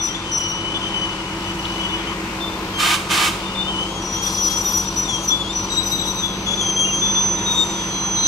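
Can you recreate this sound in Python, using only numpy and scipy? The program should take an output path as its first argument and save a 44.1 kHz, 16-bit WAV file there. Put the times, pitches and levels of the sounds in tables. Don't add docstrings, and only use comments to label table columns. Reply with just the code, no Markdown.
import sys
import numpy as np
from scipy import signal
from scipy.fft import rfft, irfft, next_fast_len
from scipy.io import wavfile
from scipy.ndimage import uniform_filter1d

SR = 44100
rng = np.random.default_rng(int(sys.argv[2]) if len(sys.argv) > 2 else 0)


def file_out(sig):
    cols = np.atleast_2d(sig).T
    lim = np.clip(cols, -1, 1)
    pcm = np.round(lim * 32767).astype(np.int16)
    wavfile.write(sys.argv[1], SR, pcm)


N = 364707

# multiple_of_cycle_rate, level_db
SLOW_ENGINE_ORDERS = [(4, -61), (6, -50), (14, -53), (15, -55.5), (16, -48), (19, -56), (21, -53),
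                      (22, -54), (24, -45.5), (26, -50), (32, -47.5), (61, -55), (73, -51.5), (79, -51),
                      (80, -58)]
FAST_ENGINE_ORDERS = [(6, -46.5), (9, -48), (10, -53), (11, -56), (13, -54), (14, -61), (24, -63),
                      (26, -51.5), (28, -50.5), (30, -60), (34, -55), (35, -51), (36, -56.5), (42, -55.5),
                      (45, -60.5), (51, -49), (52, -65), (56, -48.5), (57, -48.5), (60, -44), (63, -63),
                      (64, -47), (66, -46.5), (80, -49.5), (81, -60.5), (82, -55), (84, -64), (87, -62),
                      (90, -51.5)]
SLOW_CYCLE_HZ, FAST_CYCLE_HZ = 6.7465, 15.8605
# multiple_of_cycle_rate, relative_db
CASING_ORDERS = [(46, -6.5), (47, -10.5), (48, 4), (49, -3), (50, 3), (51, -9.5), (52, -6), (53, -18),
                 (55, -18)]
CASING_START, CASING_SWEEP = .15, .06
# time_s, slow_firing_db, fast_firing_db, casing_ring_db
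FIRING_LEVELS = [(0.0, -44, -49, -41), (0.09, -43, -42, -38.5), (0.85, -43, -40, -35),
                 (1.77, -38.5, -35.5, -34.5), (3.25, -45, -37, -37.5), (3.38, -37, -40, -35),
                 (3.48, -42, -32.5, -37.5), (4.03, -39, -37.5, -34.5), (4.33, -39.5, -35.5, -39),
                 (5.62, -39, -36.5, -36.5), (6.54, -40, -34, -42), (7.69, -41, -34.5, -37),
                 (8.18, -41, -35, -39), (8.27, -41, -42, -40)]
# time_s, drone_db, roar_db
APPROACH = [(0, -5, -3.5), (.6, 1, -2), (1.5, 0, 0), (2.5, -1.5, 1), (3.5, 0, 0.5), (4.5, 1, 0),
            (5.5, 0.5, 0.5), (6.5, 0.5, 1), (7.5, 1, 1.5), (8.27, -1, 1)]
# pitch_hz, level_db
MAINS_HUM = (100, -47)
# frequency_hz, density_db_per_hz
ROAR_COLOUR = [(30, -17), (75, -10), (140, -11), (200, -7.5), (250, -9), (331, -3.5), (450, -10),
               (631, -13.5), (997, -7.5), (1300, -11.5), (1700, -17), (2920, -17.5), (6050, -24),
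               (9300, -32), (12500, -64.5), (15500, -54)]
ROAR_DB = -30
# frequency_hz, side_minus_mid_db
ROAR_SIDE = [(40, -66), (90, -73), (180, -73), (380, -22.5), (700, -9.5), (1290, -8.5), (2380, 0.5),
             (4400, -1), (8120, -0.5), (15000, 7.5)]
LEAST_SIDE_DB = -32
# time_s, level_db
FAN_HISS = [(0, -61), (1.2, -54), (1.7, -50.5), (2.7, -49), (3.5, -54), (4.5, -56), (6.4, -52), (7, -51),
            (8.27, -52)]

# start_s, nominal_peak_db, pitch_hz, t60_s
KNOCKS = [(1.6534, -6.5, 3270, 0.014), (1.6575, -17, 3400, .01), (2.113, -18.5, 1080, 0.16)]

# start_s, hold_s, level_db
VALVE_BLASTS = [(2.765, 0.14, -17.5), (3.075, .16, -17.5)]
BLAST_OPEN_S, BLAST_SHUT_T60_S, BLAST_TAIL_DB, BLAST_TAIL_T60_S = 0.04, 0.19, -7.5, 0.58
# frequency_hz, density_db_per_hz
JET_COLOUR = [(400, -40), (700, -12.5), (990, -8), (1500, -12.5), (1900, -12.5), (2200, -5), (3100, -9.5),
              (5000, -12.5), (8800, -17), (15500, -30.5)]
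# pitch_hz, width_hz, relative_db
VALVE_PIPE = [(1216, 40, 13), (1547, 65, 7.5), (2730, 200, -9), (3110, 63, 6.5), (3640, 91, 2)]
# frequency_hz, side_minus_mid_db
JET_SIDE = [(60, -39), (110, -37), (200, -30), (380, -26), (700, -23), (1290, -9), (2380, -2.5),
            (4400, -14), (8120, -2.5), (15000, -4)]

# start_s, hold_s, level_db
CHATTER_BURSTS = [(4.222, .1, -36.5), (4.345, .03, -39), (4.435, .07, -36), (4.56, .22, -47)]
CHATTER_ATTACK_S, CHATTER_T60_S = .012, 0.23
# pitch_hz, width_hz, relative_db
CHATTER_MODES = [(3870, 160, -2), (4180, 90, 3), (4340, 65, -3), (4520, 140, -7), (5030, 130, 1.5)]
# start_s, hold_s, level_db
SCRAPE_BURSTS = [(.02, 0.024, -39.5), (.355, .01, -43), (4.21, 0.11, -39), (4.42, 0.37, -42),
                 (4.9, 0.47, -47.5), (5.7, .15, -50), (5.87, .03, -42), (6.03, .05, -44), (6.12, .15, -51),
                 (7.45, .17, -43.5)]
SCRAPE_ATTACK_S, SCRAPE_T60_S = 0.023, 0.24
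# frequency_hz, density_db_per_hz
SCRAPE_COLOUR = [(2500, -14), (4000, 3), (6500, 19.5), (9000, 14.5), (13500, 3.5), (16000, -20)]

# pitch_hz, left_minus_right_db, left_lead_rad, flutter_db, pitch_waver_share
SQUEAL_TONES = [(2430, 10, 4, -2, .0034), (2810, 9, 4, 2, .0062), (2980, 6, 4, 5, 0.0026),
                (3110, 4, 4, 1, 0.002), (3240, 11, 4.5, 7, 0.0014), (3330, 6.5, 2, 3, 0.00163),
                (3454, 9.5, -3, 6, 0.0027), (3630, 6, 1, 6, 0.0028), (3790, 8, 1.5, 4, 0.0017),
                (3850, 9, -2, 8, 0.0027), (4070, 14, -1.5, -1, .001), (5080, 17, 0, 1, .002),
                (5880, 4, 0.1, 4.5, 0.0019), (6080, 0, 0.48, 2, 0.00018), (10910, 5, -2, 7, .0024)]
# start_s, length_s, rise_s, pitch_hz, glide_hz, reference_peak_db, octave_re_tone_db
GRIPS = [(0.0, 0.021, 0.0055, 3470, -26, -31.5, -33), (0.0, 0.11, 0.057, 5890, -20, -20, -31),
         (0.02, 0.09, 0.05, 5080, 0, -45, -25), (0.054, 0.057, 0.018, 3540, -3, -38, -17),
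         (0.081, 0.051, 0.027, 3150, -53, -37, -35), (0.131, 0.14, 0.02, 5920, -3, -43, -32),
         (0.144, 0.038, 0.009, 3470, 36, -32, -10), (0.2, 0.09, 0.02, 3540, 0, -44, -20),
         (0.245, 0.078, 0.069, 3050, -14, -36.5, -6), (0.32, 0.067, 0.085, 5860, -60, -17.5, -36),
         (0.398, 0.081, 0.018, 5836, 25, -23, -34), (0.485, 0.051, 0.033, 5810, -70, -26.5, -29),
         (0.536, 0.055, 0.009, 5900, -7, -31.5, -35), (0.742, 0.037, 0.021, 3450, 35, -33, -35),
         (0.79, 0.12, 0.03, 3465, 2, -43, -25), (0.814, 0.11, 0.018, 3130, 60, -38, -17),
         (1.81, 0.064, 0.019, 3295, 10, -38, -18), (1.89, 0.059, 0.02, 3470, -19, -38, -16),
         (1.96, 0.07, 0.03, 3250, 2, -42, -20), (1.97, 0.054, 0.03, 3400, 0, -43, -20),
         (2.407, 0.11, 0.042, 3560, -31, -28, -35), (2.52, 0.031, 0.015, 3570, 1, -36, -35),
         (2.74, 0.058, 0.05, 3160, 0, -33, -9), (3.433, 0.083, 0.035, 3600, 9, -34.5, -35),
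         (3.553, 0.084, 0.077, 3580, 8, -23, -38), (3.64, 0.027, 0.015, 3600, 17, -26, -35),
         (3.675, 0.04, 0.017, 3110, 23, -29, -21), (3.79, 0.06, 0.025, 3040, 40, -30, -18),
         (3.97, 0.067, 0.054, 5900, 0, -39, -32), (4.023, 0.085, 0.082, 5840, -3, -26.5, -27),
         (4.116, 0.071, 0.036, 5869, -2, -23, -25), (4.22, 0.039, 0.012, 5860, -7, -20, -16),
         (4.243, 0.08, 0.05, 5090, 0, -42, -25), (4.247, 0.035, 0.015, 3400, 0, -34, -20),
         (4.259, 0.037, 0.012, 5870, 11, -19.5, -20), (4.304, 0.042, 0.018, 5857, -2, -25, -17),
         (4.331, 0.046, 0.024, 5095, 20, -38, -17), (4.346, 0.015, 0.009, 5863, 49, -21, -20),
         (4.37, 0.12, 0.14, 5868, -10, -17, -21), (4.421, 0.12, 0.024, 5095, 4, -36, -25),
         (4.502, 0.099, 0.021, 5868, 38, -16.5, -22), (4.539, 0.11, 0.05, 5090, 0, -42, -25),
         (4.613, 0.026, 0.015, 5862, -15, -22, -22), (4.642, 0.096, 0.024, 5875, -7.5, -19, -16.5),
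         (4.645, 0.052, 0.014, 3640, -100, -33, -18), (4.666, 0.084, 0.06, 5087, -28, -38, -35),
         (4.72, 0.1, 0.057, 5860, -1, -16.5, -20), (4.76, 0.12, 0.03, 5088, 2, -43, -25),
         (4.84, 0.028, 0.02, 5868, -42, -28, -25), (4.85, 0.05, 0.015, 3660, -5, -37, -20),
         (4.873, 0.06, 0.011, 5869, 20, -24, -20), (4.957, 0.049, 0.052, 5890, 11, -18.5, -23),
         (5.023, 0.037, 0.023, 5870, 19, -23, -30), (5.067, 0.023, 0.013, 5876, -49, -25, -34),
         (5.094, 0.087, 0.045, 5878, 30, -24, -33), (5.2, 0.055, 0.01, 3240, 0, -37, 7),
         (5.235, 0.042, 0.016, 5980, -31, -27.5, -18), (5.268, 0.056, 0.048, 3248, -36, -36, -3),
         (5.28, 0.02, 0.0096, 5880, 4, -14, -25), (5.295, 0.06, 0.046, 3445, 13, -22, -20),
         (5.328, 0.045, 0.012, 5914, 6, -41, -27), (5.531, 0.085, 0.036, 5910, -21, -20.5, -29),
         (5.627, 0.039, 0.021, 5927, -29, -26.5, -26), (5.69, 0.11, 0.099, 5930, -27, -26, -30),
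         (5.705, 0.032, 0.012, 3850, -59, -24.5, -8.5), (5.771, 0.04, 0.01, 3840, 29, -20, -15),
         (5.834, 0.058, 0.042, 5930, 23, -21.5, -19), (5.855, 0.026, 0.012, 3840, 30, -29.5, -6),
         (5.86, 0.08, 0.02, 5050, 0, -41, -18), (5.897, 0.048, 0.021, 5930, 68, -23, -11),
         (5.912, 0.057, 0.015, 3844, 37, -24.5, -16), (5.939, 0.094, 0.023, 5972, -89, -27, -16),
         (5.962, 0.1, 0.047, 3840, -32, -25.5, -10), (5.968, 0.039, 0.027, 3624, -3, -35, -35),
         (6.001, 0.13, 0.04, 3430, 0, -39, -20), (6.028, 0.021, 0.015, 5950, -59, -29, -27),
         (6.052, 0.04, 0.036, 5919, 39, -24.5, -20), (6.067, 0.039, 0.018, 3844, 22, -27.5, -20),
         (6.1, 0.022, 0.023, 5940, -41, -23, -27), (6.139, 0.063, 0.061, 3851, 2, -34, -15),
         (6.148, 0.021, 0.018, 6000, 41, -27.5, -22), (6.19, 0.027, 0.013, 3670, -14, -32, -14),
         (6.21, 0.28, 0.05, 3850, 2, -38.5, -18), (6.217, 0.028, 0.009, 3510, 25, -33, -16),
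         (6.229, 0.034, 0.003, 5990, -12, -30, -21), (6.229, 0.048, 0.011, 3449, 10, -26.5, -13),
         (6.27, 0.086, 0.06, 3350, -62, -35, -21), (6.465, 0.079, 0.0085, 3393, -1, -24.5, -8.5),
         (6.534, 0.017, 0.009, 3430, -67, -26, -15), (6.573, 0.07, 0.023, 3427, -71, -26.5, -12),
         (6.6, 0.029, 0.015, 3320, -150, -28, -3), (6.615, 0.11, 0.09, 3240, -22, -24, -4.5),
         (6.75, 0.12, 0.061, 3234, -19, -20.5, -6), (6.848, 0.027, 0.009, 2810, 63, -27, -15),
         (6.869, 0.12, 0.05, 3230, 22, -24, -5), (6.87, 0.035, 0.013, 2430, 0, -40, -18),
         (6.884, 0.03, 0.011, 2802, -62, -30, -13), (6.998, 0.063, 0.015, 3232, -9, -33, -5),
         (7.013, 0.091, 0.011, 3459, 0, -24, -17), (7.154, 0.045, 0.031, 3456, 1, -25, -17),
         (7.208, 0.025, 0.012, 3466, -26, -33, -15), (7.36, 0.069, 0.009, 3730, 103, -35, -24),
         (7.465, 0.071, 0.071, 3730, -31, -20, -33), (7.552, 0.1, 0.065, 3667, -12, -16, -19),
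         (7.672, 0.068, 0.04, 3678, -14, -32.5, -9), (7.741, 0.1, 0.03, 3680, 0, -38, -12),
         (7.914, 0.174, 0.078, 4068, -30, -36, -35), (8.159, 0.12, 0.089, 4082, 2, -31, -37),
         (8.171, 0.1, 0.051, 3864, 2, -28, -24)]
GRIP_START_DB, GRIP_END_DB, GRIP_BEND = -6.5, -8.5, 1.85
RING_OUT_S, RING_OUT_DB = 0.038, -7.5
# time_s, pitch_hz, level_db
LONG_SQUEALS = [
    [(0.33, 3046, -47), (0.394, 2992, -30.5), (0.592, 2984, -34), (0.776, 3019, -30), (0.79, 2989, -42),
     (0.826, 3039, -31.5), (0.928, 3031, -35), (0.948, 3021, -26), (1.114, 2979, -32.5), (1.166, 3010, -42),
     (1.206, 2920, -37), (1.222, 2970, -45), (1.308, 2956, -33.5), (1.348, 2949, -46), (1.526, 2988, -32.5),
     (1.56, 2922, -54), (1.596, 2962, -31), (1.616, 2940, -36.5), (1.814, 2995, -31), (1.83, 2942, -40),
     (1.854, 2983, -23), (1.886, 2970, -41), (1.942, 2980, -28), (2.052, 3030, -50), (2.078, 3050, -34),
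     (2.15, 3000, -48)],
    [(3.38, 2975, -48), (3.414, 2875, -43), (3.554, 2897, -39), (3.574, 2890, -55), (3.606, 2923, -38),
     (3.8, 2995, -32)],
    [(3.8, 3057, -36), (3.906, 3177, -39), (3.922, 3281, -39), (3.996, 3225, -38), (4.088, 3308, -49),
     (4.186, 3227, -33.5), (4.368, 3324, -44), (4.384, 3295, -31.5), (4.434, 3291, -45), (4.516, 3282, -31),
     (4.678, 3272, -46), (4.718, 3313, -39), (4.9, 3306, -49)],
    [(5.04, 3634, -46), (5.06, 3644, -30), (5.074, 3505, -41), (5.09, 3452, -28), (5.11, 3402, -20.5),
     (5.122, 3360, -31), (5.144, 3240, -23.5), (5.22, 3225, -39)],
    [(5.365, 3447, -51), (5.371, 3482, -42), (5.419, 3443, -24), (5.429, 3370, -39), (5.449, 3259, -26),
     (5.479, 3335, -30), (5.491, 3522, -37), (5.507, 3602, -25), (5.56, 3731, -50)],
    [(7.25, 3410, -39), (7.582, 3390, -36), (7.612, 3384, -50), (7.814, 3335, -34.5), (7.86, 3324, -44),
     (7.98, 3308, -33.5), (8.022, 3310, -50), (8.038, 3320, -38), (8.27, 3296, -36)],
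    [(6.14, 6100, -52), (6.19, 6050, -24), (6.26, 6070, -36), (6.47, 6082, -36), (6.64, 6070, -24),
     (7.05, 6084, -24), (7.24, 6083, -19.5), (7.36, 6083, -22.5), (7.38, 6084, -28), (7.53, 6085, -24),
     (7.57, 6082, -30), (7.83, 6083, -31), (8.21, 6084, -21), (8.27, 6083, -16)],
    [(4.22, 10900, -44), (4.5, 10910, -49), (4.84, 10930, -58)],
]
LONG_OCTAVE_DB = [-12.5, -17, -3.5, -7, -11.5, -11, -41, -45]
LET_GO_S, THIRD_DB = .008, -14.5

ECHO_T60_S, ECHO_DB = .55, -13
RIGHT_LAG_S = 9 / SR
TOP_HZ = 15740


def undb(db):
    return 10 ** (np.asarray(db) / 20)


def level(x, db):
    return x * undb(db) / np.sqrt(np.mean(x ** 2))


def on_hz(table, hz):
    table_hz, values = np.transpose(table)
    return np.interp(np.log(hz + 1), np.log(table_hz), values)


def over_time(table):
    s, *columns = np.transpose(table)
    return [np.interp(np.arange(N) / SR, s, column) for column in columns]


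def colour(x, table):
    size = next_fast_len(len(x))
    gain = undb(on_hz(table, np.fft.rfftfreq(size, 1 / SR)))
    return irfft(rfft(x, size) * gain, size)[:len(x)]


def walk(rate, size=N):
    hold = int(SR / rate)
    steps = np.repeat(rng.standard_normal(size // hold + 1), hold)
    return 1.28 * uniform_filter1d(uniform_filter1d(steps, hold), hold)[:size]


def decay(t, t60_s):
    return np.exp(-np.log(1000) * t / t60_s)


def bursts(rows, attack_s, t60_s):
    t, gain = np.arange(N) / SR, 0
    for start, hold, db in rows:
        late = np.maximum(t - start - attack_s - hold, 0)
        attack = np.clip((t - start) / attack_s, 0, 1) ** 2
        gain = gain + undb(db) * attack * decay(late, t60_s)
    return gain


def resonances(x, modes):
    return sum(undb(db) * signal.lfilter(*signal.iirpeak(hz, hz / width, SR), x) for hz, width, db in modes)


def pair(mid, other, side_table, lean):
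    table = [(hz, max(db, LEAST_SIDE_DB)) for hz, db in side_table]
    side = colour(lean * mid + np.sqrt(1 - lean ** 2) * other, table)
    return np.array([mid + side, mid - side])


def lag_right(x):
    size = next_fast_len(N)
    hz = np.fft.rfftfreq(size, 1 / SR)
    lag = RIGHT_LAG_S * np.clip((hz - 400) / 1500, 0, 1)
    right = irfft(rfft(x[1], size) * np.exp(-2j * np.pi * hz * lag), size)[:N]
    return np.array([x[0], right])


def fan_hiss():
    noise = colour(rng.standard_normal(N), [(5000, -30), (9000, -20), (12000, 13), (16000, -6)])
    hiss_db, = over_time(FAN_HISS)
    return level(noise, 0) * undb(hiss_db + 1.5 * walk(5.2)) * np.array([[1.2], [.8]])


def roar(turn):
    size = next_fast_len(N)
    hz = np.fft.rfftfreq(size, 1 / SR)
    noise = rfft(rng.standard_normal((2, size))) * undb(on_hz(ROAR_COLOUR, hz))
    throb = 1 + 0.1 * np.cos(2 * np.pi * 8 * turn) + 0.018 * np.cos(2 * np.pi * turn)
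    out = 0
    for octave in np.arange(4, 14.5):
        share = np.cos(np.pi / 2 * np.clip(np.log2(hz + 1) - octave, -1, 1)) ** 2
        flicker_db = walk(8) + 1.15 * walk(0.67)
        out = out + irfft(noise * share, size)[:, :N] * undb(flicker_db)
    return level(out * throb, ROAR_DB)


def drone(cycle_hz, orders, firing_order, firing_db, wobble_db, drift):
    turn = np.cumsum(cycle_hz * (1 + drift * walk(1.484))) / SR
    tones = np.sqrt(2) * undb(firing_db) * np.exp(2j * np.pi * firing_order * turn)
    for order, db in orders:
        swell = np.sqrt(2) * undb(db + wobble_db * walk(2.96))
        tones = tones + swell * np.exp(2j * np.pi * (order * turn + rng.random()))
    return turn, tones


def casing(turn):
    out = 0
    for order, db in CASING_ORDERS:
        start = CASING_START * order + CASING_SWEEP * (order - 49) ** 2
        cycles = order * turn - start + 0.058 * walk(3.01)
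        out = out + undb(db + 1.6 * walk(3.98)) * np.exp(2j * np.pi * cycles)
    return out / out.real.std()


def engines():
    drone_db, roar_db = over_time(APPROACH)
    slow_db, fast_db, ring_db = (db - drone_db for db in over_time(FIRING_LEVELS))
    turn, slow = drone(SLOW_CYCLE_HZ, SLOW_ENGINE_ORDERS, 8, slow_db, 1.5, .0006)
    _, fast = drone(FAST_CYCLE_HZ, FAST_ENGINE_ORDERS, 12, fast_db, 2.2, .0004)
    tones = undb(drone_db) * (slow + fast + undb(ring_db) * casing(turn))
    hum_hz, hum_db = MAINS_HUM
    hum = np.sqrt(2) * undb(hum_db) * np.sin(2 * np.pi * hum_hz * np.arange(N) / SR)
    mid, other = roar(turn) * undb(roar_db)
    return pair(tones.real + hum + mid, tones.imag + other, ROAR_SIDE, 0.38)


def knocks():
    out, t = np.zeros(N), np.arange(SR // 4) / SR
    for start, db, hz, t60 in KNOCKS:
        ring = sum(np.sin(2 * np.pi * hz * ratio * t) for ratio in (.9, 1, 1.04, 1.15)) / 3
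        contact = 1 - np.exp(-(t * hz / 2) ** 2)
        first = int(start * SR)
        out[first:first + len(t)] += undb(db) * ring * contact * decay(t, t60)
    return out * np.array([[1.2], [.8]])


def valve():
    jets = []
    for noise in rng.standard_normal((2, N)):
        jet = colour(noise * undb(0.46 * walk(150)), JET_COLOUR)
        jets.append(level(jet + resonances(jet, VALVE_PIPE), 0))
    blast = bursts(VALVE_BLASTS, BLAST_OPEN_S, BLAST_SHUT_T60_S)
    sigh = undb(BLAST_TAIL_DB) * bursts(VALVE_BLASTS, BLAST_OPEN_S, BLAST_TAIL_T60_S)
    gain = np.maximum(blast, sigh)
    return pair(gain * jets[0], gain * jets[1], JET_SIDE, -0.29)


def chatter():
    slips = rng.standard_normal(N) * undb(2.5 * walk(120))
    rings = level(resonances(slips, CHATTER_MODES), 0)
    return bursts(CHATTER_BURSTS, CHATTER_ATTACK_S, CHATTER_T60_S) * rings * np.array([[1.25], [.75]])


def scrape():
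    grit = rng.standard_normal((2, N)) * undb(2.8 * walk(80))
    mid, other = (level(colour(g, SCRAPE_COLOUR), 0) for g in grit)
    gain = bursts(SCRAPE_BURSTS, SCRAPE_ATTACK_S, SCRAPE_T60_S)
    return pair(gain * mid, gain * other, ROAR_SIDE, 0.23)


def grip_curve(start, length, rise, hz, glide_hz, db):
    part = np.linspace(0, 1, 5)
    rise = np.clip(rise, .002, length - .002)
    s = np.r_[-LET_GO_S, rise * part[:-1], rise + (length - rise) * part, length + RING_OUT_S]
    away_from_peak = np.r_[1, part[:0:-1], part, 1] ** GRIP_BEND
    swell_db = away_from_peak * np.where(s < rise, GRIP_START_DB, GRIP_END_DB)
    swell_db = swell_db + RING_OUT_DB * (s > length)
    pitch = hz + glide_hz * (np.clip(s / length, 0, 1) - .5)
    return np.transpose([start + s, pitch, db + swell_db])


def span(rows, fade_s):
    s, *columns = np.transpose(rows)
    i = np.arange(max(int(s[0] * SR), 0), min(int(s[-1] * SR), N))
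    from_start = i - i[0] + N * (i[0] == 0)
    to_end = i[-1] - i + N * (i[-1] > N - 400)
    gate = np.clip(np.minimum(from_start, to_end) / (fade_s * SR), 0, 1)
    return i, [np.interp(i / SR, s, column) for column in columns], gate


def squeals():
    out, tones = np.zeros((2, N)), np.array(SQUEAL_TONES)
    curves = list(zip(LONG_SQUEALS, LONG_OCTAVE_DB))
    curves += [(grip_curve(*row[:-1]), row[-1]) for row in GRIPS]
    for rows, octave_db in curves:
        i, (hz, db), gate = span(rows, LET_GO_S)
        nearest = np.argmin(abs(tones[:, 0] - hz[-len(hz) // 8]))
        _, pan_db, lead, flutter_db, waver = tones[nearest]
        wavering_hz = hz * (1 + waver * walk(120.9, size=len(i)))
        phase = 2 * np.pi * (np.cumsum(wavering_hz) / SR + rng.random())
        flutter = flutter_db * np.minimum(walk(100, size=len(i)), 0)
        grip = np.sqrt(2) * gate * undb(db + flutter)
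        ends = undb(np.array([pan_db, -pan_db]) / 2) * np.exp(.5j * np.array([lead, -lead]))
        ends = 2 * ends / abs(ends.sum())
        tone = (ends[:, None] * np.exp(1j * phase)).real
        third = undb(THIRD_DB) * np.cos(3 * phase) * (3 * hz < TOP_HZ)
        upper = (np.cos(2 * phase) + third) * (2 * hz < TOP_HZ)
        upper = upper * undb(octave_db + 2 * walk(25, size=len(i)))
        out[:, i] += grip * (tone + upper * np.array([[1.4], [.6]]))
    return out


def echo(close):
    t = np.arange(SR) / SR
    tail = rng.standard_normal((2, SR)) * decay(t, ECHO_T60_S) * (t > .012)
    tail *= undb(ECHO_DB) / np.sqrt(np.sum(tail ** 2, axis=1, keepdims=True))
    return signal.fftconvolve(close, tail, axes=1)[:, :N]


def scene():
    background = lag_right(engines() + fan_hiss())
    close = knocks() + valve() + lag_right(chatter() + scrape()) + squeals()
    return background + close + echo(close)


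def record(dry):
    return signal.sosfilt(signal.ellip(16, .3, 80, TOP_HZ, fs=SR, output="sos"), dry)


dry = scene()
out = record(dry)
file_out(out)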